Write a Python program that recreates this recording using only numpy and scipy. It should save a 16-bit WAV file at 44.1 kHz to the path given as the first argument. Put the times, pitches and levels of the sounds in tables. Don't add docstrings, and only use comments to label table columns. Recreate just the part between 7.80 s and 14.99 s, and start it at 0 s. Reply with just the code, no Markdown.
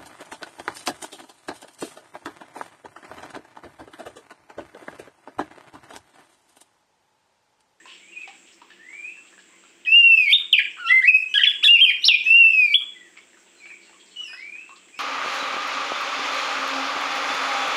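import sys
import numpy as np
from scipy import signal
from scipy.fft import rfft, irfft
from scipy.io import wavfile
from scipy.ndimage import uniform_filter1d

SR = 44100
rng = np.random.default_rng(int(sys.argv[2]) if len(sys.argv) > 2 else 0)


def boost(x):
    u = np.asarray(x, float) / 20
    return 10 ** u


def wav_out(sig):
    wavfile.write(sys.argv[1], SR, np.round(np.clip(np.atleast_2d(sig).T, -1, 1) * 32767).astype(np.int16))


N = 317079


def rms_one(x):
    return x / np.sqrt(np.mean(x ** 2) + 1e-20)


def drift(rate_hz):
    r = np.exp(-2 * np.pi * rate_hz / SR)
    white = rng.standard_normal(N + SR)
    return rms_one(signal.lfilter([1], [1, -2 * r, r * r], white)[SR:])


def resonance(x, hz, width_hz):
    r = np.exp(-np.pi * width_hz / SR)
    poles = [1, -2 * r * np.cos(2 * np.pi * hz / SR), r * r]
    return signal.lfilter([(1 - r * r) / 2, 0, (r * r - 1) / 2], poles, x)


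def double_resonance(x, hz, width_hz):
    return resonance(resonance(x, hz, width_hz), hz, width_hz)


def butter(x, order, hz, kind="low"):
    return signal.sosfilt(signal.butter(order, hz, kind, fs=SR, output="sos"), x)


def add(out, s, x):
    i = round(s * SR)
    out[i:i + len(x)] += x[:N - i]


def yard_noise():
    # frequency in Hz, density in dB per Hz.
    spectrum = [(25, -39), (165, -31.5), (190, -20), (345, -13), (600, -20.5), (1300, -24), (2600, -15.5),
                (3500, -23), (4300, -28), (6200, -28.5), (8600, -31.5), (9700, -41.5), (13000, -59.5),
                (15000, -46.5)]
    hz = np.arange(N // 2 + 1) * SR / N + 1
    point_hz, point_db = np.transpose(spectrum)
    colour = boost(np.interp(np.log(hz), np.log(point_hz), point_db))
    noise = rms_one(irfft(rfft(rng.standard_normal(N)) * colour, N))
    treble = butter(noise, 3, 3600, "high")
    patchy_db = 3 * drift(4.5)
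    return noise + treble * (boost(patchy_db) - 1)


def far_chatter():
    out = np.zeros(N)
    for hz in (1500, 2100, 2600, 3050, 3300):
        out += double_resonance(rng.standard_normal(N), hz, 450) * boost(5 * drift(9))
    return rms_one(out)


def pump():
    hum = rms_one(resonance(rng.standard_normal(N), 340.7, 11))
    hum += .36 * rms_one(double_resonance(rng.standard_normal(N), 190, 14))
    return hum + .13 * rms_one(resonance(rng.standard_normal(N), 85, 70))


def background():
    hiss = rms_one(resonance(rng.standard_normal(N), 15100, 1300))
    return boost(-58.5) * yard_noise() + boost(-63.5) * far_chatter() + boost(-67.5) * pump() + boost(-81.5) * hiss


def cicada():
    # time in seconds, level in dB.
    swell = [(0.0, -59.5), (0.72, -59), (0.8, -68), (1.03, -68.5), (1.1, -58.5), (1.9, -60), (1.97, -65),
             (2.3, -61.5), (3.9, -58), (4.14, -67.5), (4.75, -59.5), (5.55, -62), (5.65, -61.5),
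             (6.45, -58), (6.6, -68), (6.92, -59), (7.0, -59)]
    # frequency in Hz, width in Hz, level in dB.
    modes = [
        (7560, 330, 3.5),
        (7280, 1000, 1),
        (7790, 510, -4.5),
        (6920, 530, -17),
    ]
    t = np.arange(N) / SR
    burst_hz = 121 * (1 + .03 * drift(8))
    throb = 1 + .4 * np.sin(2 * np.pi * np.cumsum(burst_hz) / SR)
    clicks = rng.standard_normal(N) * throb
    body = sum(boost(db) * rms_one(double_resonance(clicks, hz, 2 * width)) for hz, width, db in modes)
    body = signal.sosfilt(signal.cheby1(8, 1, 8450, fs=SR, output="sos"), body)
    return boost(np.interp(t, *np.transpose(swell))) * rms_one(body)


def bubble(hz, db, slap, cycles):
    t = np.arange(len(slap)) / SR
    decay = boost(-60 * t * hz / cycles)
    ring = np.sin(2 * np.pi * hz * (t + 0.43 * t * t)) * decay
    return boost(db) * (ring + slap * np.exp(-t / .003))


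def basin():
    # start in seconds, peak in dB, pitch in Hz.
    drips = [(0.056, -36.5, 1076), (0.476, -31, 817), (0.817, -36.5, 1002), (0.904, -36, 1820),
             (1.13, -32.5, 2150), (1.37, -43, 1770), (1.527, -41, 1830), (1.579, -36.5, 1740),
             (1.838, -43, 1435), (4.614, -35.5, 2326), (5.374, -29.5, 2300), (5.571, -43.5, 1523),
             (5.857, -27.5, 2470), (5.903, -37, 1930), (6.095, -45, 900), (6.13, -42, 1156),
             (6.532, -29, 1610), (5.532, -43.5, 1860), (5.665, -52, 930), (5.759, -51, 1520),
             (6.169, -43, 2340), (6.414, -42, 1300), (6.498, -42, 1490), (6.754, -39, 1930),
             (6.893, -36, 1127), (7.086, -40, 2180)]
    # start in seconds, level in dB, length in seconds, centre in Hz.
    splashes = [(0.062, -48, 0.12, 2790), (0.415, -51, 0.01, 3200), (0.478, -57, 0.092, 2750),
                (0.664, -57.5, 0.047, 2820), (0.722, -56.5, 0.02, 4930), (0.896, -56, 0.053, 2760),
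                (1.47, -54.5, 0.02, 2930), (1.588, -60, 0.019, 4200), (1.884, -61.5, 0.017, 3970),
                (2.597, -55.5, 0.045, 1380), (2.9, -60, 0.027, 5500), (2.965, -45.5, 0.026, 1490),
                (5.006, -56.5, 0.035, 1106), (5.368, -49, 0.013, 2400), (5.763, -69, 0.11, 4200),
                (6.006, -60.5, 0.08, 4100), (6.196, -54, 0.027, 3100), (6.256, -58, 0.027, 4300),
                (6.3, -60, 0.037, 3400), (6.555, -57.5, 0.089, 4000), (6.958, -53, 0.016, 3900)]
    out = np.zeros(N)
    white = rng.standard_normal(N) * boost(2.4 * drift(170))
    slaps = rms_one(butter(white, 2, [700, 3600], "band"))
    for s, db, hz in drips:
        slap = (760 / hz) ** 1.5 * slaps[round(s * SR):][:4400]
        add(out, s, bubble(hz * .96, db - 5, slap, cycles=38.0))
    for when, pitch, size in rng.random((260, 3)):
        patter = bubble(900 * 4.5 ** pitch, -68 + 14 * size, 0.36 * slaps[:2000], cycles=30.0)
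        add(out, when * N / SR, patter)
    for s, db, length, hz in splashes:
        t = np.arange(round(3 * length * SR)) / SR
        spray = rms_one(double_resonance(white[round(s * SR):][:len(t)], hz, 0.5 * hz))
        swell = np.clip(t / (.2 * length), 0, 1) * np.exp(-(t / length) ** 2)
        add(out, s, boost(db) * spray * swell)
    return butter(out, 3, [400, 6500], "band")


def whistles(notes, wobble, breath_db, reed_db):
    # multiple of the pitch, level in dB of a pure whistle, of a reedy note.
    upper_partials = [(3, -43.5, -20.5), (4, -51, -16.5), (5, -51, -32.5), (6, -65.5, -33.5),
                      (7, -70, -45.5), (8, -76, -45.5)]
    # pitch in Hz, level in dB.
    octave = [(1650, -23.5), (1950, -39), (2070, -52), (2300, -33.5), (2700, -48), (3000, -46), (3200, -63),
              (5500, -37.5)]
    # time in seconds, gain in dB.
    beak = [(2.1, -4), (2.35, -2.5), (2.52, 10), (2.56, -4), (3.0, 1), (3.1, 2.5), (3.2, 2), (3.3, 1),
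            (3.55, -5.5), (3.58, -8.5), (3.68, -8), (3.84, 1.5), (3.9, -2), (4.03, 2), (4.25, 2),
            (4.55, -3.5), (4.75, -1), (4.95, -1)]
    sheen = np.tile(drift(18), 2)
    out, tremor = np.zeros(N), drift(130)
    air = resonance(rng.standard_normal(N), 270, 430)
    flutter = 1 + .45 * rms_one(air)
    for note in notes:
        s, hz, first_db, *given_db = np.transpose(note)
        if given_db:
            second_db = given_db[0]
        else:
            second_db = reed_db + 0.55 * first_db
            second_db = second_db + np.interp(hz, *np.transpose(octave))
            second_db = second_db + 0.59 * np.interp(s, *np.transpose(beak))
        n = np.arange(round(s[0] * SR), min(round(s[-1] * SR), N))
        curves = [np.interp(n / SR, s, c) for c in (hz, first_db, second_db)]
        hz, first_db, second_db = [uniform_filter1d(c, size=65, mode="nearest") for c in curves]
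        phase = 2 * np.pi * np.cumsum(hz * (1 + wobble * tremor[n])) / SR
        reedy = np.clip((second_db - first_db + 25) / 22, 0, 1)
        grain = flutter[n]
        tone = boost(first_db) * np.sin(phase)
        tone += boost(second_db) * np.sin(2 * phase) * (1 + (grain - 1) * (1 - reedy))
        open_db = np.maximum(first_db, second_db) + np.interp(n / SR, *np.transpose(beak))
        for k, pure_db, reedy_db in upper_partials:
            k = round(k)
            dip_db = -16 * np.exp(-((k * hz - 6600) / 1200) ** 2)
            partial_db = open_db + dip_db + 3.5 * sheen[n + 997 * k]
            partial_db = partial_db + pure_db + reedy * (reedy_db - pure_db)
            tone += grain * boost(partial_db) * np.sin(k * phase) * (k * hz < 16500)
        tone *= 1 + boost(breath_db) * air[n]
        edge = np.clip(np.minimum(n - n[0], (n[-1] - n) / 5.6) / (0.00063 * SR), 0, 1)
        out[n] += np.sqrt(2) * edge * tone
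    return out


def glides(rows, swell_db):
    return [[(s, first_hz, db), (s + length, last_hz, db + swell_db)]
            for s, length, first_hz, last_hz, db in rows]


def far_birds():
    # time in seconds, pitch in Hz, level in dB.
    neighbours = [
        [(0.2, 2150, -57.5), (0.33, 2623, -59), (0.4, 2606, -39.5), (0.43, 2510, -49.5), (0.45, 2180, -40)],
        [(5.15, 2014, -50), (5.25, 1906, -57), (5.3, 1563, -68)],
        [(5.8, 2466, -55), (5.83, 2262, -47.5), (5.9, 2388, -52), (5.95, 2070, -71)],
        [(.32, 2840, -47), (.345, 2515, -57), (.38, 2460, -34)],
        [(5.86, 2750, -62), (5.9, 2577, -48.5), (5.93, 2172, -46)],
    ]
    # time in seconds, pitch in Hz, level in dB.
    risers = [
        [(0.99, 1740, -54), (1.07, 2036, -50.5), (1.15, 2330, -43.5), (1.23, 2402, -41.5), (1.31, 2694, -39.5),
         (1.38, 2602, -57)],
        [(6.475, 1730, -57.5), (6.56, 1943, -49.5), (6.63, 2297, -41), (6.74, 2453, -46.5), (6.82, 2656, -42),
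         (6.89, 2710, -57), (6.92, 2586, -64)],
    ]
    # time in seconds, pitch in Hz, first partial in dB, second partial in dB.
    hoarse = [
        [(3.48, 3030, -58.5, -65), (3.51, 2980, -46, -53), (3.545, 3020, -63, -50)],
        [(4.14, 2535, -40.5, -79), (4.2, 2820, -55, -59), (4.24, 2970, -27.5, -43)],
        [(6.36, 2944, -39, -60), (6.42, 2946, -39, -56.5), (6.47, 2614, -49, -51.5), (6.5, 2448, -50, -48),
         (6.55, 2610, -44.5, -48.5)],
        [(7.13, 2370, -51, -79), (7.16, 2600, -53.5, -64), (7.19, 2710, -40, -50)],
    ]
    # start in seconds, length in seconds, first Hz,
    # last Hz, level in dB.
    chirps = [(.001, .019, 1780, 1980, -50), (5.58, .035, 6800, 5000, -64), (5.82, .02, 5600, 4400, -66),
              (6.18, .09, 3270, 3200, -63), (6.77, .035, 6500, 4800, -66), (7.15, .04, 2300, 2250, -54),
              (5.75, .06, 4200, 4050, -66), (5.83, .06, 4450, 4000, -64), (6.05, .06, 4350, 4200, -65),
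              (6.05, .08, 2850, 2500, -63), (5.97, .08, 2250, 2330, -60), (6.3, .09, 4350, 4250, -65),
              (6.66, .05, 4300, 4200, -66), (6.31, .04, 3050, 3300, -60), (6.99, .06, 2620, 2640, -60),
              (6.9, .05, 1050, 1350, -56), (.12, .06, 5200, 5600, -63)]
    calls = risers + neighbours + hoarse + glides(chirps, swell_db=-9)
    return butter(whistles(calls, wobble=0.0055, breath_db=-9, reed_db=-26.0), 1, 6500)


def legato(notes):
    out = []
    for note in sorted(notes):
        joined = False
        if out:
            start, end = note[0], out[-1][-1]
            meets = abs(start[0] - end[0]) < .004 and abs(start[1] / end[1] - 1) < .08
            joined = meets and len(start) == len(out[-1][0])
        if joined:
            out[-1] = out[-1] + [row for row in note[1:] if row[0] > end[0]]
        else:
            out.append(list(note))
    return out


def songbird():
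    # time in seconds, pitch in Hz, level in dB.
    held = [
        [(2.056, 2660, -46.5), (2.075, 2518, -25), (2.12, 2655, -18.5), (2.165, 2826, -6.5), (2.25, 2750, -14),
         (2.32, 2692, -11), (2.38, 2589, -17), (2.44, 2430, -26), (2.485, 2168, -24)],
        [(3.085, 1856, -46.5), (3.097, 1903, -24.5), (3.11, 1990, -16.5), (3.13, 2064, -11),
         (3.195, 2080, -19.5), (3.205, 2050, -22)],
        [(3.268, 2260, -15), (3.28, 2570, -13), (3.29, 2614, 3.5), (3.3, 2440, -3.5), (3.32, 2546, -37.5),
         (3.35, 2540, -4), (3.41, 2636, -33.5), (3.445, 2660, -47.5)],
        [(4.452, 2540, -37.5), (4.47, 2600, -18), (4.58, 2798, -8), (4.64, 2686, -7), (4.7, 2630, -22.5),
         (4.8, 2525, -18.5), (4.85, 2418, -21), (4.9, 2281, -31), (4.935, 2329, -19.5)],
    ]
    # time in seconds, pitch in Hz, level in dB.
    flicks = [
        [(2.485, 2235, -31.5), (2.508, 2299, -23.5), (2.522, 2547, -20), (2.528, 3300, -15.5),
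         (2.534, 3643, -7.5), (2.54, 3643, -10.5), (2.546, 3720, -10.5), (2.55, 3320, -13),
         (2.555, 2380, -21.5)],
        [(4.934, 2495, -34), (4.94, 2600, -28.5), (4.945, 3220, -6.5), (4.952, 3477, -12.5), (4.96, 3330, -9),
         (4.967, 3300, -27.5)],
        [(3.066, 2615, -49.5), (3.077, 2934, -31.5), (3.085, 3255, -32), (3.095, 3397, -33.5),
         (3.125, 3180, -36.5)],
        [(3.875, 2530, -22), (3.885, 2720, -10.5), (3.91, 2828, -5.5), (3.94, 2816, -11), (3.961, 2680, -7.5),
         (3.967, 2457, -20), (3.984, 2232, -32), (3.992, 2500, -14), (4.0, 2440, -26.5)],
        [(4.0, 2500, -22), (4.005, 2810, -15), (4.012, 3094, -17.5), (4.018, 3215, -6), (4.03, 3190, -3.5),
         (4.046, 3120, -6.5), (4.052, 2730, -5.5)],
        [(4.052, 2917, -13), (4.059, 2540, -20.5), (4.075, 2505, -16), (4.09, 2417, -18), (4.096, 2420, -13),
         (4.102, 2218, -18), (4.112, 1710, -33.5)],
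    ]
    # time in seconds, pitch in Hz, level in dB.
    sweeps = [
        [(2.727, 3817, -26.5), (2.731, 3200, -2.5), (2.737, 2910, -6.5), (2.744, 2586, -7),
         (2.755, 2390, -18.5), (2.772, 2283, -27), (2.787, 2450, -7.5), (2.795, 1672, -24.5),
         (2.805, 1660, -29.5)],
        [(3.214, 1502, -57.5), (3.224, 1586, -33.5), (3.235, 1970, -27.5), (3.245, 1954, -18.5),
         (3.257, 2227, -23), (3.269, 2347, -32)],
        [(4.238, 3430, -36), (4.244, 4050, -15.5), (4.25, 4680, -24.5), (4.256, 5310, -18),
         (4.262, 5450, -22.5), (4.27, 5637, -22.5), (4.277, 5130, -21.5)],
        [(4.277, 5380, -26), (4.28, 4370, -22.5), (4.285, 3524, 0), (4.291, 2835, -6.5), (4.305, 2665, -9.5),
         (4.32, 2497, -11), (4.333, 2290, -24), (4.347, 2480, -9), (4.36, 2220, -32)],
    ]
    # time in seconds, pitch in Hz, first partial in dB, second partial in dB.
    reedy = [
        [(2.985, 1258, -46, -60), (2.999, 1500, -42, -46), (3.04, 1373, -35.5, -52.5), (3.07, 1337, -37.5, -31),
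         (3.09, 1400, -35, -32.5), (3.105, 1350, -38.5, -33), (3.122, 1310, -37.5, -25)],
        [(3.54, 1447, -54, -19), (3.548, 1664, -33, -24), (3.56, 1667, -24.5, -19.5), (3.575, 1624, -29, -23.5),
         (3.581, 1520, -35.5, -9.5), (3.585, 1350, -27.5, -11.5)],
        [(3.586, 1696, -43, -36.5), (3.595, 1946, -17.5, -42.5), (3.603, 1836, -33.5, -34),
         (3.612, 1632, -25.5, -34), (3.622, 1560, -43, -20), (3.632, 1656, -28, -34.5)],
        [(3.634, 2600, -18.5, -60), (3.639, 3250, -4.5, -47), (3.643, 2800, -7.5, -33),
         (3.648, 2250, -15, -40.5), (3.654, 1870, -24.5, -29.5), (3.66, 1720, -35.5, -27.5)],
        [(3.66, 1720, -34.5, -24), (3.678, 1698, -26.5, -7.5), (3.686, 1600, -44.5, -24.5),
         (3.691, 1345, -52, -21.5), (3.695, 1663, -36.5, -17), (3.698, 1670, -32.5, -11.5),
         (3.703, 1677, -35.5, -22)],
        [(3.826, 1100, -55.5, -36), (3.836, 1400, -45, -21), (3.846, 1917, -34, -13.5),
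         (3.855, 1720, -29.5, -17.5), (3.875, 1696, -30, -11.5), (3.882, 1410, -66.5, -28.5)],
    ]
    # time in seconds, pitch in Hz, level in dB.
    second_voice = [
        [(2.3, 2848, -51), (2.37, 3090, -51), (2.45, 3157, -59.5), (2.52, 3145, -27)],
        [(4.68, 3030, -47), (4.76, 3216, -56), (4.9, 3180, -70)],
    ]
    # start in seconds, length in seconds, first Hz, last Hz, level in dB.
    rasps = [
        (2.05, .035, 3150, 3100, -38),
        (2.058, .037, 1900, 1960, -42),
        (4.222, .016, 3700, 3470, -39.5),
        (4.452, .048, 3150, 2960, -41),
        (4.458, .025, 1980, 1833, -43),
        (4.44, .07, 6150, 6250, -52),
    ]
    phrase = legato(held + flicks + sweeps) + legato(reedy)
    song = whistles(phrase, wobble=0.0036, breath_db=-43.0, reed_db=0.5)
    rough = second_voice + glides(rasps, swell_db=-20)
    return song + whistles(rough, wobble=0.038, breath_db=-7.0, reed_db=-2.0)


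def crackle():
    # start in seconds, length in seconds, level in dB, centre in Hz.
    crackles = [(2.527, 0.003, -37.5, 9000), (2.537, 0.00725, -45.5, 600), (2.728, 0.0044, -34, 9000),
                (2.73, 0.0103, -49.5, 400), (2.788, 0.0063, -45.5, 8500), (3.874, .012, -39.5, 6000),
                (3.893, 0.003, -46.5, 1000), (3.909, 0.004, -47, 900), (4.016, 0.03, -55, 60),
                (4.016, 0.03, -49, 900), (4.0925, 0.004, -42, 1500), (4.0925, .004, -50, 7000),
                (4.282, 0.0099, -33.5, 900), (4.282, 0.0069, -56, 280), (4.305, 0.004, -42, 1200),
                (4.349, 0.0017, -43, 1500), (4.931, 0.0048, -53.5, 7000)]
    out, noise = np.zeros(N), rng.standard_normal(N)
    for s, length, db, hz in crackles:
        window = signal.windows.tukey(round(length * SR))
        stretch = noise[round(s * SR) - 400:][:len(window) + 400]
        burst = resonance(stretch, hz, 1.2 * hz)[400:]
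        add(out, s, boost(db) * window * rms_one(burst))
    return out


def yard_echo(x, direct_db, tail_db, t60):
    # delay in seconds, spread in seconds, level in dB.
    echoes = [
        (.004, 0.0071, -6),
        (.001, .003, -9),
        (0.012, 0.0042, -11),
        (0.02, 0.013, -13),
        (.052, 0.015, -17),
    ]
    t = np.arange(SR) / SR
    noise = rng.standard_normal(SR)
    dull = butter(noise, 2, 5000)
    tail = dull * boost(-60 * t / t60) + (noise - dull) * boost(-60 * t / (0.81 * t60))
    response = boost(tail_db) * tail * np.clip(t / 0.007, 0, 1) / np.sqrt(np.sum(tail ** 2))
    for delay, spread, db in echoes:
        hump = noise * np.exp(-((t - delay - spread) / (spread / 2)) ** 2)
        response += boost(db) * hump / np.sqrt(np.sum(hump ** 2))
    response[0] = boost(direct_db)
    return signal.fftconvolve(x, response)[:N]


def scene():
    water = yard_echo(basin(), direct_db=1, tail_db=-4, t60=.4)
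    far = yard_echo(far_birds(), direct_db=-1.5, tail_db=0.0, t60=0.52)
    near = yard_echo(songbird(), direct_db=3.5, tail_db=-9.5, t60=0.47)
    return (background() + cicada() + water + far + near)[None]


def roll_off(x):
    return signal.sosfilt(signal.butter(12, 16110, fs=SR, output="sos"), x)


def record(dry):
    over_db = np.maximum(20 * np.log10(np.abs(dry[0]) + 1e-9) + 7.47, 0)
    slope = 150 * np.arange(N) / SR
    held_db = np.maximum.accumulate(over_db + slope) - slope
    attack = np.exp(-1 / (.0006 * SR))
    held_db = signal.lfilter([1 - attack], [1, -attack], held_db)
    held = dry * boost(-.85 * held_db) + crackle()
    mix = signal.sosfilt(signal.cheby2(10, 50, 16300, fs=SR, output="sos"), held)
    return roll_off(mix)


dry = scene()
out = record(dry)
wav_out(out)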